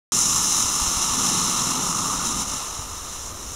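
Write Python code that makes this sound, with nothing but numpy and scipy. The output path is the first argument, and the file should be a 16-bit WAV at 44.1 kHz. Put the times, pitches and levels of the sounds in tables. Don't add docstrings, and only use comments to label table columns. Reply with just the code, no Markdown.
import sys
import numpy as np
from scipy import signal
from scipy.fft import rfft, irfft, next_fast_len
from scipy.io import wavfile

SR = 44100
rng = np.random.default_rng(int(sys.argv[2]) if len(sys.argv) > 2 else 0)


def persist_wave(psi):
    counts = np.round(np.clip(psi, -1, 1) * 32767).astype(np.int16)
    wavfile.write(sys.argv[1], SR, np.atleast_2d(counts).T)


def makeup_ratio(level_db):
    decades = np.asarray(level_db, float) / 20
    return 10 ** decades


N = 156555

# pitch_hz, relative level_db per Hz
YARD_COLOUR = [(60, -24), (150, -5), (300, 2.5), (500, 0.5), (750, -1.5), (1600, -6.5), (4600, -17.5),
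               (12000, -13), (16000, -20)]
# pitch_hz, relative level_db per Hz
WIND_COLOUR = [(8.8, -31), (15, 2.5), (68, 5), (84, -1), (98, 1), (160, -23), (210, -49), (350, -120)]
# start_s, level_db (before the swing is rounded off), pitch_hz
BUMPS = [(0.814, -23, 45.2), (.872, -26, 60), (0.966, -24, 60.7), (2.789, -24, 80)]
# time_s, level_db
ROAR_LEVEL = [(.13, -34.5), (.45, -37), (.8, -38), (1.04, -39.5), (1.18, -32), (1.35, -33.5), (1.63, -35.5),
              (1.8, -31.5), (1.9, -35.5), (2.1, -35.5), (2.3, -35.5), (2.39, -33), (2.45, -42), (2.53, -39),
              (2.62, -50), (3.55, -50)]
# time_s, level_db
BODY_LEVEL = [(.13, -33), (.5, -33), (.9, -32.5), (1.25, -30.5), (1.5, -31), (1.8, -31), (2.15, -30),
              (2.35, -34.5), (2.42, -34), (2.47, -38), (2.52, -35), (2.7, -38.5), (2.9, -41.5),
              (3.55, -45.5)]
# time_s, level_db
UPPER_LEVEL = [(.13, -33.5), (.5, -34), (.9, -34.5), (1.25, -32.5), (1.6, -33.5), (2.0, -37.5), (2.28, -36),
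               (2.35, -38), (2.41, -36.5), (2.46, -40.5), (2.52, -38), (2.85, -45), (3.2, -44), (3.35, -48),
               (3.55, -47)]
# time_s, level_db
HISS_LEVEL = [(0.13, -20), (0.19, -19), (0.23, -20.5), (1.08, -24), (1.27, -22.5), (1.76, -25.5),
              (1.79, -28.5), (1.83, -25), (2.24, -27.5), (2.26, -24), (2.35, -30), (2.41, -26),
              (2.46, -32.5), (2.48, -28.5), (2.85, -35.5), (3.28, -35), (3.33, -39), (3.55, -35)]
# pitch_hz, relative level_db per Hz
ROAR_COLOUR = [(53, -35), (90, -7), (177, 1), (235, -0.5), (394, -10.5), (460, -14.5), (620, -13),
               (810, -47), (1360, -120)]
# pitch_hz, relative level_db per Hz
BODY_COLOUR = [(550, -17), (681, -14.5), (886, -4.5), (1050, -2), (1210, 1), (1350, -3), (1470, -11),
               (1590, -23.5), (1740, -13.5), (1910, -21), (2080, -15), (2350, -19.5), (2560, -16.5),
               (2760, -9), (3000, -11.5), (3260, -13.5), (3450, -13), (3930, -7), (4160, -9), (4450, -18.5),
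               (4780, -19)]
# pitch_hz, relative level_db per Hz
HISS_COLOUR = [(4780, -18.5), (4950, -8.5), (5300, -3), (5700, -1), (6150, 1.5), (6590, -2.5), (7050, 0),
               (7550, -4), (7900, -12), (8400, -10), (9170, -8), (10300, -10), (10900, -15), (11800, -17),
               (12200, -24), (13300, -24), (14500, -22.5), (15700, -28)]
# delay_s, level_db
COPIES = [(0.0116, -18.5), (.023, -13.5)]
# pitch_hz, width_hz, depth_db
DIPS = [(12450, 180, -9)]

YARD_DB = -43.5
WIND_DB, GUST_DB, GUST_HZ = -43, 2, 6
SPLIT_LOW_HZ, SPLIT_MID_HZ, SPLIT_HIGH_HZ = 550, 1600, 4780
FLUTTER_DB, FLUTTER_HZ = 1.01, 122
SURGE_DB, SURGE_HZ = 0.48, 11
PATCH_DB, PATCH_HZ = 0.35, 5.4
COPY_CUT_HZ = 5000
START_S, OFFSET, CUTOFF_HZ = 0.1207, -0.0026, 15730


def rms_one(x):
    return x / np.sqrt(np.mean(x ** 2) + 1e-20)


def in_time(rows):
    times, values = np.transpose(rows)
    return np.interp(np.arange(N) / SR, times, values)


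def drift(rate_hz):
    pole = np.exp(-16 * np.pi * rate_hz / SR)
    noise = rng.standard_normal(N // 8 + 4002)
    slow = signal.lfilter([1], [1, -2 * pole, pole * pole], noise)[4000:]
    slow = rms_one(slow - slow.mean())
    return np.interp(np.arange(N) / 8, np.arange(len(slow)), slow)


def coloured(points, low_hz, high_hz, patch_db):
    size = next_fast_len(N)
    hz = np.maximum(np.arange(size // 2 + 1) * SR / size, 1)
    point_hz, point_db = np.transpose(points)
    colour_db = np.interp(np.log(hz), np.log(point_hz), point_db)
    spectrum = rfft(rng.standard_normal(size)) * makeup_ratio(colour_db)
    spectrum = spectrum * (hz > low_hz) * (hz < high_hz)
    place = 3 * np.log2(hz / low_hz)
    out = np.zeros(N)
    for k in range(int(3 * np.log2(high_hz / low_hz)) + 2):
        share = np.clip(1 - np.abs(place - k), 0, 1)
        band = irfft(spectrum * share, size)[:N]
        out += band * makeup_ratio(patch_db * drift(PATCH_HZ))
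    return rms_one(out)


def yard():
    return makeup_ratio(YARD_DB) * coloured(YARD_COLOUR, 76, 16000, 0.5)


def wind():
    gusts = makeup_ratio(WIND_DB + GUST_DB * drift(GUST_HZ))
    return gusts * coloured(WIND_COLOUR, 10, 200, 0)


def bumps():
    t = np.arange(N) / SR
    out = np.zeros(N)
    for start_s, level_db, pitch_hz in BUMPS:
        turn = np.clip((t - start_s) * pitch_hz, 0, 1)
        rounding = np.sin(np.pi * turn) ** 0.96
        out -= makeup_ratio(level_db) * np.sin(2 * np.pi * turn) * rounding
    return out


def delayed_copies(near):
    dull = signal.sosfilt(signal.butter(2, COPY_CUT_HZ, fs=SR, output="sos"), near)
    return sum(makeup_ratio(level_db) * np.roll(dull, int(delay_s * SR)) for delay_s, level_db in COPIES)


def jet():
    flutter = FLUTTER_DB * drift(FLUTTER_HZ)
    surge = SURGE_DB * drift(SURGE_HZ)
    roar = coloured(ROAR_COLOUR, 93, SPLIT_LOW_HZ, 2.0 * PATCH_DB)
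    roar = rms_one(makeup_ratio(0.7 * surge) * roar)
    body = coloured(BODY_COLOUR, SPLIT_LOW_HZ, SPLIT_MID_HZ, PATCH_DB)
    body = rms_one(makeup_ratio(1.3 * flutter + 0.43 * surge) * body)
    upper = coloured(BODY_COLOUR, SPLIT_MID_HZ, SPLIT_HIGH_HZ, PATCH_DB)
    upper = rms_one(makeup_ratio(0.89 * flutter + 0.38 * surge) * upper)
    hiss = coloured(HISS_COLOUR, SPLIT_HIGH_HZ, 16000, PATCH_DB)
    hiss = rms_one(makeup_ratio(flutter + surge) * hiss)
    near = makeup_ratio(in_time(ROAR_LEVEL)) * roar + makeup_ratio(in_time(BODY_LEVEL)) * body
    near += makeup_ratio(in_time(UPPER_LEVEL)) * upper + makeup_ratio(in_time(HISS_LEVEL)) * hiss
    return near + delayed_copies(near)


def scene():
    mono = yard() + wind() + bumps() + jet()
    return np.array([mono, mono])


def housing(x):
    hz = np.arange(N // 2 + 1) * SR / N
    dip_db = sum(depth_db * np.exp(-((hz - pitch_hz) / width_hz) ** 2) for pitch_hz, width_hz, depth_db in DIPS)
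    return irfft(rfft(x) * makeup_ratio(dip_db), N)


def band_limit(x):
    return signal.sosfilt(signal.butter(12, 15740, fs=SR, output="sos"), x)


def record(dry):
    top_cut = signal.ellip(14, 0.2, 95, CUTOFF_HZ, fs=SR, output="sos")
    heard = signal.sosfilt(top_cut, housing(dry))
    on = np.arange(N) >= START_S * SR
    mix = (heard + OFFSET) * on
    return band_limit(mix)


dry = scene()
out = record(dry)
persist_wave(out)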